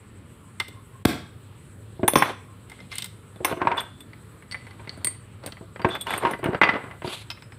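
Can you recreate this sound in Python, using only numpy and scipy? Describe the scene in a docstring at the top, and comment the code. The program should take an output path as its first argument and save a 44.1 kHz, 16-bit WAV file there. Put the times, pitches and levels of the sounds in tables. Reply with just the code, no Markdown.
"""A wooden workbench in a room: a lamp is taken apart. A screwdriver is knocked into the cap and pulled out, pliers
and screwdriver are dropped, an aluminium plate is pried from the plastic shell, parts are slid and set down.
Each blow is a short crackle of noise plus ringing sines; slides are showers of tiny clicks. Filtered noise makes
a wavering hum, room noise, throbbing insects and a faint tone. A limiter ducks before the hardest blows."""
import sys
import numpy as np
from scipy import signal
from scipy.io import wavfile
from scipy.ndimage import uniform_filter1d, minimum_filter1d

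SR = 44100
rng = np.random.default_rng(int(sys.argv[2]) if len(sys.argv) > 2 else 0)


def log_audio(samples):
    """Write samples as a 16-bit WAV file to the path given in sys.argv[1]."""
    # one column per channel
    frames = np.atleast_2d(samples).T
    # limit to full scale, then quantise
    limited = np.clip(frames, -1, 1)
    pcm = np.round(limited * 32767).astype(np.int16)
    wavfile.write(sys.argv[1], SR, pcm)


N = 334278   # length in samples
CUTOFF_HZ = 16250   # top of the sound


def from_db(db):
    """Turn decibels into a plain gain factor."""
    return 10 ** (np.asarray(db) / 20)


def rms_one(x):
    """Scale a signal so that its rms, its average strength, is 1."""
    return x / np.sqrt(np.mean(x ** 2) + 1e-20)


def at_hz(points, hz):
    """Read a curve between its (f/Hz, value) points, on a logarithmic pitch scale."""
    points = np.array(points)
    return np.interp(np.log(hz), np.log(points[:, 0]), points[:, 1])


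def band(x, low_hz, high_hz):
    """Keep only the sound between two frequencies."""
    return signal.sosfilt(signal.butter(2, [low_hz, high_hz], "band", fs=SR, output="sos"), x)


def drift(rate_hz):
    """Slow chance wandering of spread 1: smoothed noise, worked out at every 40th sample."""
    r = np.exp(-80 * np.pi * rate_hz / SR)
    steps = rng.standard_normal(N // 40 + 2002)
    slow = signal.lfilter([1], [1, -2 * r, r * r], steps)[2000:]   # drop the start-up
    return np.interp(np.arange(N) / 40, np.arange(len(slow)), rms_one(slow))


def ring(clicks, hz, t60):
    """A resonance: a unit click starts a sine of height about 1 that falls by 60 dB in t60 seconds."""
    r = from_db(-60 / (t60 * SR))
    w = 2 * np.pi * hz / SR
    return signal.lfilter([0, np.sin(w)], [1, -2 * r * np.cos(w), r * r], clicks + 1e-18)


def narrow_noise(hz, width_hz):
    """Noise ringing in one resonance, a wavering tone of rms 1; a narrower one rings longer."""
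    t60 = np.log(1000) / (np.pi * width_hz)
    return rms_one(ring(rng.standard_normal(N), hz, t60))


def swells(start_s, length_s, level_db, rise_db_per_s, fall_db_per_s):
    """Gain of movements that rise before their start, hold their level and fall after their end."""
    t = np.arange(0, N, 32)[:, None] / SR
    rise_db = rise_db_per_s * (t - start_s)
    fall_db = fall_db_per_s * (start_s + length_s - t)
    db = level_db + np.minimum(0, np.minimum(rise_db, fall_db))
    return np.interp(np.arange(N) / SR, t[:, 0], from_db(db).sum(axis=1))


def room_noise():
    """Patchy room noise: bands of noise with set loudness, each wandering slowly on its own."""
    # spectrum before the whole is scaled: f/Hz, relative level per Hz/dB
    spectrum = [(15, -63), (25, -53.5), (108, -1.5), (130, -8), (170, -8.5), (373, -18), (463, -16),
                (659, -31.5), (1070, -23), (1370, -25.5), (3920, -37.5), (4870, -103), (7110, -40),
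                (7920, -41.5), (16000, -53)]
    level_db, patchy_db = -49, 1.8
    noise = 0
    edges = np.geomspace(22, 17000, 25)
    white = rng.standard_normal((2, N))
    for k, (low, high) in enumerate(zip(edges, edges[1:])):
        band_db = at_hz(spectrum, np.sqrt(low * high)) + patchy_db * drift(2.95)
        noise = noise + from_db(band_db) * band(white[k % 2], low, high)   # neighbours use different noise
    return from_db(level_db) * rms_one(noise)


def hum():
    """A low hum wavers because it is noise in a narrow resonance."""
    return from_db(-48.5) * narrow_noise(106, 19)


def insects():
    """High narrow noise throbs about eight times a second, a little unevenly."""
    throbs_per_s, throb_db = 8.0, 6
    phase = 2 * np.pi * throbs_per_s * np.arange(N) / SR + 2 * drift(1.0)
    throb = from_db(throb_db * np.sin(phase))
    return from_db(-74) * throb * narrow_noise(8050, 280)


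def far_tone():
    """A faint tone, noise in a narrow resonance, comes and goes."""
    # when it is heard: t/s, length/s, level/dB
    tones = [(0.01, .04, -61), (.43, .06, -62), (0.74, .06, -55.5), (0.942, 0.045, -53), (2.51, 0.028, -58)]
    edge_db_per_s = 504
    gain = swells(*np.transpose(tones), edge_db_per_s, edge_db_per_s)
    return gain * narrow_noise(1060, 25)


def sliding():
    """Rough surfaces catch and slip: uneven grains, coarse in the bass and fine in the treble."""
    # parts slide, rub and scrape: t/s, length/s, level/dB,
    # brightness/dB (upper ranges against the lowest)
    strokes = [(2.227, 0.079, -32.5, -10), (2.707, 0.14, -59.5, -1), (2.923, 0.08, -59, 17),
               (3.456, 0.063, -31.5, -10.5), (3.62, 0.19, -33, -46), (4.513, 0.22, -57.5, -5),
               (4.804, 0.21, -53, -9), (5.06, 0.096, -60, -3), (5.436, 0.057, -46, -12),
               (5.854, 0.11, -35.5, -22), (6.078, 0.1, -31.5, -9), (6.223, 0.099, -30, -19.5),
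               (6.441, 0.13, -36, -23), (6.645, 0.12, -29, -48), (6.826, 0.12, -44.5, -20),
               (7.057, 0.076, -40, 1.5), (7.13, 0.087, -54, 10)]
    # the three ranges of the rubbing: low f/Hz, high f/Hz, average grains per s before the unevenness
    ranges = [(219, 1730, 900), (2040, 4310, 2500), (5300, 12500, 8300)]
    rise_db, fall_db = 69, 48   # in the time of one stroke length
    hiss_db = -14   # added in the top range
    out = 0
    unevenness = drift(30)
    start_s, length_s, level_db, brightness_db = np.transpose(strokes)
    shares_db = [0, brightness_db, brightness_db + hiss_db]
    for share_db, (low_hz, high_hz, per_s) in zip(shares_db, ranges):
        gain = swells(start_s, length_s, level_db + share_db, rise_db / length_s, fall_db / length_s)
        sizes = from_db(1.8 * np.minimum(rng.exponential(1, N), 5)) * rng.choice([-1, 1], N)
        chance = per_s * from_db(3.0 * unevenness) / SR
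        grains = sizes * (rng.random(N) < chance)
        rubbing = rms_one(band(grains, low_hz, high_hz))
        out = out + band(gain * rubbing, low_hz, high_hz)
    return out


def rolling_shaft():
    """The loose screwdriver shaft sings while it rolls: noise in one narrow resonance."""
    # rolls: t/s, length/s, level/dB
    rolls = [(3.779, 0.023, -27.5), (5.904, 0.063, -35), (6.013, 0.0043, -29), (6.084, .07, -37.5)]
    rise_db_per_s, fall_db_per_s = 2507, 1492
    gain = swells(*np.transpose(rolls), rise_db_per_s, fall_db_per_s)
    return gain * narrow_noise(3470, 45)


def blows(table, modes, contact_s, tick_db, sizzle_db, rings_db, damping=1):
    """Each blow cracks in four ranges and sets the modes, an object's own tones, ringing as hard as it
    strikes their range; a firm grip damps the crack. Weight sets the bass and hardness the treble."""
    # ranges of the contact noise: low f/Hz, high f/Hz, level/dB against the blow, t60/s at damping 1
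    crack_ranges = [(96, 710, 0.5, 0.054), (659.7, 3040, -9, 0.052), (2470, 4320, -9.5, 0.024),
                    (6340, 16000, -11.5, 0.027)]
    scatter_db, rattle_db, rattle_hz = 2.0, 3.5, 90
    s, strength_db, weight_db, *treble_db = np.transpose(table)
    out = np.zeros(N)
    at = np.round(s * SR).astype(int)
    # thud, knock, tick, sizzle; without a top treble column, hardness sets the sizzle too
    shares_db = [weight_db, 0, treble_db[0] + tick_db, treble_db[-1] + sizzle_db]
    tops = [low for low, *_ in crack_ranges[1:]] + [CUTOFF_HZ]
    contact = np.hanning(int(contact_s * SR) + 3)   # the force swells and fades over the contact
    # loose parts make the ringing uneven
    rattles = [from_db(rattle_db * drift(rattle_hz)) for _ in range(3)]
    for k, (low_hz, high_hz, crack_db, crack_t60) in enumerate(crack_ranges):
        clicks = np.zeros(N)
        clicks[at] = from_db(strength_db + shares_db[k])
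        decay = from_db(-60 * damping / (crack_t60 * SR))
        dying = signal.lfilter([1], [1, -decay], clicks + 1e-18)
        dying = signal.oaconvolve(dying, contact / contact.sum())[:N]
        noise = band(rng.standard_normal(N), low_hz, high_hz)
        noise /= np.sqrt(uniform_filter1d(noise ** 2, int(2 * SR / low_hz)) + 1e-12)   # an even crackle
        crack = from_db(crack_db) * dying * noise
        chatter = contact * rng.choice([-1, 1], len(contact))   # rough faces strike many times
        for j, (hz, level_db, t60) in enumerate(modes):
            if low_hz <= hz < tops[k]:
                struck = clicks.copy()
                chance_db = scatter_db * rng.standard_normal(len(at))
                struck[at] *= from_db(level_db + rings_db + chance_db)
                # how strongly the chatter drives this tone, kept from getting too small to divide by
                turns = np.exp(2j * np.pi * hz / SR * np.arange(len(chatter)))
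                reach = max(np.abs(chatter @ turns), .5 * np.linalg.norm(chatter))
                force = signal.oaconvolve(struck, chatter / reach)[:N]
                crack += rattles[j % len(rattles)] * ring(force, hz, t60)
        out += band(crack, low_hz, tops[k])   # little sound outside the range
    return out


def bench_blows():
    """The wooden bench answers with mostly low and middle tones."""
    # blows: t/s, strength/dB, weight/dB, hardness/dB
    hits = [(1.993, -48.5, 18.5, -3), (2.03, -19.5, 6.5, -46), (3.403, -42.5, 15, -16),
            (3.511, -22, 0, -13), (3.523, -20, -3.5, -7), (3.57, -35.5, 7, 4.5), (3.615, -12, -10.5, -33),
            (3.649, -24.5, -1, -36), (3.67, -8.5, -14, -46), (3.714, -10.5, -21, -44),
            (3.777, -16, -43, -9), (4.794, -34.5, -7, -30), (5.609, -45.5, 12, -17), (5.794, -25, -6, -6),
            (5.845, -7, -5, -45), (6.067, -16, -23, 4), (6.233, -20, -4, -24), (6.249, -8.5, -13.5, -21),
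            (6.268, -17, -14, -5), (6.428, -24, -3, -14), (6.457, -15.5, -2.5, -5), (6.485, -30.5, 11, -31),
            (7.044, -26.5, 3.5, -21)]
    # modes before rings_db and scatter: f/Hz, level/dB against the blow, t60/s
    modes = [(128, 12, 0.014), (315.7, -5.5, 0.22), (364, 2, 0.18), (658.6, 0.5, 0.16), (945, -1.5, 0.076),
             (1055, -4, 0.079), (1433, -15, 0.046), (1552, -17, 0.25), (1936, -10, 0.082), (2532, 4, 0.082),
             (2850, 13, 0.034)]
    return blows(hits, modes, contact_s=0.0032, tick_db=-16, sizzle_db=-22, rings_db=-8.5)


def board_blows():
    """The board gives light taps with a few middle and high tones."""
    # blows: t/s, strength/dB, weight/dB, hardness/dB
    hits = [(7.301, -22, -38, 5), (7.312, -32, -32, 6.5), (7.372, -34, -36, -16), (7.421, -32.5, -24, -3),
            (7.52, -30.5, -32, -11.5)]
    # modes before rings_db and scatter: f/Hz, level/dB against the blow, t60/s
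    modes = [(2084, -3, 0.046), (2555, -5.5, 0.066), (4840, -19, 0.059), (5125, -6, 0.11)]
    return blows(hits, modes, contact_s=0.0025, tick_db=1.5, sizzle_db=-17, rings_db=-11.5)


def cap_contacts():
    """The cap is tapped, then catches and slips as the screwdriver is pulled out: soft scrapes, short tones."""
    # taps and slips: t/s, strength/dB, weight/dB, hardness/dB, top treble/dB
    contacts = [(0.598, -14.5, -24, -4.5, -12), (0.68, -40, -4, 1, 6.5), (2.696, -39, -19, -7, -1),
                (2.715, -33.5, -26, -15, -12), (2.788, -39, -7, -32, -25), (2.801, -42, -4, -3, -26),
                (2.914, -28, -37, -6, -24), (2.923, -29.5, -35, -4.5, -28), (2.953, -38, -24, -6, 7),
                (2.981, -29.5, -32, 5, 6.5), (3.02, -33.5, -18, 8, 5), (3.041, -32.5, -35, 3.5, 8.5),
                (3.056, -43, -27, 7, 11)]
    # modes before rings_db and scatter: f/Hz, level/dB against the contact, t60/s
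    modes = [(2085, 1, 0.055), (3605, -4.5, 0.022), (5200, -11, 0.019), (8240, 0, 0.013)]
    return blows(contacts, modes, contact_s=0.005, tick_db=6.5, sizzle_db=-2, rings_db=-5.5, damping=0.77)


def plate_blows():
    """The aluminium plate, held now tightly and now loosely, rings more or less freely at each blow."""
    # blows: t/s, strength/dB, weight/dB, hardness/dB, top treble/dB, freedom to ring/dB
    hits = np.array([(4.132, -35.5, -21, -13, -22, -10.5), (4.423, -35, -19, -32, -15, -10.5),
                     (4.512, -39, -19, 11, -3, -2.5), (4.522, -31.5, -20, 6.5, -10, -5.5),
                     (4.544, -20, -20, -26, -22, -8.5), (4.667, -31, -17, -11, -19, -12.5),
                     (4.708, -36, -22, -2.5, -17, -12), (4.873, -27.5, -10.5, -14, -26, -11),
                     (4.893, -35, -9, 9.5, -19, -3), (4.974, -46, 11, -12, 4, -14),
                     (5.045, -24.5, -9.5, 9, 13, -11), (5.07, -27.5, -10, -3.5, 5, 3.5),
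                     (5.437, -38, 5, 2, -16, -10.5), (5.461, -28.5, -3, 4, 8.5, -16),
                     (5.473, -30, -6, 1, -22, -22), (5.521, -30.5, -11, 6, -13, -16.5),
                     (5.569, -32, -18, -27, -28, -17)])
    # modes before freedom to ring and scatter: f/Hz, level/dB against the blow, t60/s
    modes = [(2019, 2, .07), (2200, -3, .04), (4430, -3, .035), (4580, -2, .045), (5367, -14, .03),
             (8430, -6, .08), (8710, 0, .07), (9060, -4, .1)]
    return blows(hits[:, :-1], modes, contact_s=0.00175, tick_db=-1, sizzle_db=-4, rings_db=hits[:, -1])


def screwdriver_blows():
    """The screwdriver clinks with a few high tones."""
    # blows: t/s, strength/dB, weight/dB, hardness/dB, top treble/dB
    hits = [(3.358, -39, -1.5, 7, -16), (3.769, -20, -21, -20, -24), (3.804, -18.5, -31, -19, -17),
            (4.004, -39, -7.5, 18, -7), (5.886, -19, -5, -24.5, -25.5), (5.95, -13.5, -24, -19, -33),
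            (6.01, -38, -5, 0, 7.5), (6.104, -10.5, -17.5, -15, -26.5), (6.135, -9.5, -19, -8, -28),
            (6.176, -18.5, -14, -16, -12)]
    # modes before rings_db and scatter: f/Hz, level/dB against the blow, t60/s
    modes = [(3490, 0, .07), (8250, -5, .05), (8920, -4, .06), (11400, -10, .05), (13250, -5, .08)]
    return blows(hits, modes, contact_s=0.0033, tick_db=-16.5, sizzle_db=-0.5, rings_db=-2)


def pliers_blows():
    """The pliers clatter with many tones from low to very high."""
    # blows: t/s, strength/dB, weight/dB, hardness/dB, top treble/dB
    hits = [(2.078, -5, -14, -3, -5.5), (2.134, -12.5, 1, 3, -5), (2.155, 4.5, -5, 4.5, -17.5),
            (2.171, -20, -18, 3, -2), (2.221, 0, -20, -23, -27.5), (3.446, -6.5, -19, -2, -11),
            (6.309, -23, -1.5, -4, -12)]
    # modes before rings_db and scatter: f/Hz, level/dB against the blow, t60/s
    modes = [(310, 5, .08), (560, 2, .05), (850, 0, .035), (1050, 0, .035), (2132, -5, .03),
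             (3500, 4, .025), (5440, -13, .09), (5965, -11, .06), (6191, -11, .08), (8995, -7, .11),
             (9249, -4, .09), (9701, -3, .07), (11060, -7, .13), (13090, -4, .08), (13400, -4, .08),
             (14430, -4, .08)]
    return blows(hits, modes, contact_s=0.00276, tick_db=-7, sizzle_db=-2, rings_db=-9.5)


def shell_blows():
    """The plastic shell clacks with short tones over a wide range."""
    # blows: t/s, strength/dB, weight/dB, hardness/dB, top treble/dB
    hits = [(5.759, -25, -11, -23, -34), (5.817, -24, -12, -2.5, -17), (6.334, -15.5, -12, -25, -30),
            (6.39, -36.5, 6, -1, -3), (6.441, -13, -10, -29, -11), (6.531, -23.5, 3, -23, -27),
            (6.546, -15, -6.5, -13, -35), (6.614, 10, -19.5, -30, -33), (6.633, 2, -30, -10.5, -37),
            (6.648, -20, -24, -30, -53), (6.672, -21, -20, -18, -49), (6.69, -4.5, -20.5, -13, -42),
            (6.736, -14, -13, -28, -50), (6.756, -19.5, -3.5, -29, -49), (6.838, -27.5, -8, -20, -22),
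            (6.91, -27.5, -15, -23, -30), (7.019, -24, -9, -26, -25), (7.075, -24, -5, 6, -20)]
    # modes before rings_db and scatter: f/Hz, level/dB against the blow, t60/s
    modes = [(426, -0.5, 0.055), (1070, -22, 0.035), (1393, -4, 0.034), (1525, -6, 0.044),
             (1630, -5.5, 0.02), (2015, -6, 0.12), (3500, -12, .04), (4650, 4.5, 0.058), (8900, 2.5, 0.071)]
    return blows(hits, modes, contact_s=0.0016, tick_db=-9.5, sizzle_db=-6, rings_db=-13.5)


def handle_blows():
    """The handle gives a hard, dull double knock whose crack dies quickly."""
    # blows: t/s, strength/dB, weight/dB, hardness/dB
    hits = [(1.0507, 10.4, -10.5, -2.5), (1.0538, 7, 4, 4.5)]
    # modes before rings_db and scatter: f/Hz, level/dB against the blow, t60/s
    modes = [(111, 7, 0.021), (230, 2.5, 0.018), (406, -8, 0.016), (760, 5, 0.0064), (2150, -16, 0.012)]
    return blows(hits, modes, contact_s=0.0016, tick_db=-0.5, sizzle_db=-7, rings_db=-12.5, damping=3.74)


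def room(x):
    """Diffuse echo: noise that dies octave by octave, after a short gap."""
    # how long the echo takes to fall by 60 dB: f/Hz, t60/s
    echo_t60 = [(100, 0.52), (500, 0.36), (2000, 0.5), (6000, 0.38), (15000, 0.18)]
    tilt_db = 1.5   # per octave: the echo is thin in the bass
    t = np.arange(SR // 2) / SR
    tail = 0
    for low in 62 * 2. ** np.arange(8):
        octave = band(rng.standard_normal(len(t)), low, 2 * low)
        fading_db = tilt_db * np.log2(low) - 60 * t / at_hz(echo_t60, 1.4 * low)
        tail = tail + octave * from_db(fading_db)
    tail = tail * (t > .004)
    return signal.fftconvolve(x, tail / np.sqrt(np.sum(tail ** 2)))[:N]


def scene():
    """Add up the background, the handled parts and their echo."""
    background = room_noise() + hum() + insects() + far_tone()
    parts = sliding() + rolling_shaft()
    parts = parts + bench_blows() + board_blows() + cap_contacts() + plate_blows()
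    parts = parts + screwdriver_blows() + pliers_blows() + shell_blows() + handle_blows()
    room_db = -14.5
    return (background + parts + from_db(room_db) * room(parts))[None]


def record(dry):
    """A small microphone with treble resonances; a limiter ducks ahead of peaks and lets go quickly;
    stray peaks clip; the top is cut."""
    # resonances: f/Hz, sharpness, added gain (a plain factor)
    peaks = [(8400, 6.0, .8), (10200, 5.0, .9), (15200, 6.0, .8)]
    limit_db, look_ahead_s, release_db_per_s = -1.5, 0.022, 383
    clip_at = .89
    boosts = [gain * signal.lfilter(*signal.iirpeak(hz, sharpness, fs=SR), dry)
              for hz, sharpness, gain in peaks]
    dry = dry + sum(boosts)
    dry = signal.sosfilt(signal.butter(3, 52, "high", fs=SR, output="sos"), dry)   # low cut, Hz
    ahead = int(look_ahead_s * SR)
    ramp = release_db_per_s * np.arange(N) / SR
    over_db = np.maximum(20 * np.log10(np.abs(dry[0]) + 1e-9) - limit_db, 0)
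    held_db = -minimum_filter1d(-over_db, ahead, origin=-(ahead // 2))   # highest peak just ahead
    released_db = np.maximum.accumulate(held_db + ramp) - ramp   # falls no faster than the release
    gain = from_db(-uniform_filter1d(released_db, ahead // 4))
    clipped = np.clip(dry * gain, -clip_at, clip_at)
    return signal.sosfilt(signal.cheby2(18, 80, CUTOFF_HZ, fs=SR, output="sos"), clipped)


dry = scene()
out = record(dry)
log_audio(out)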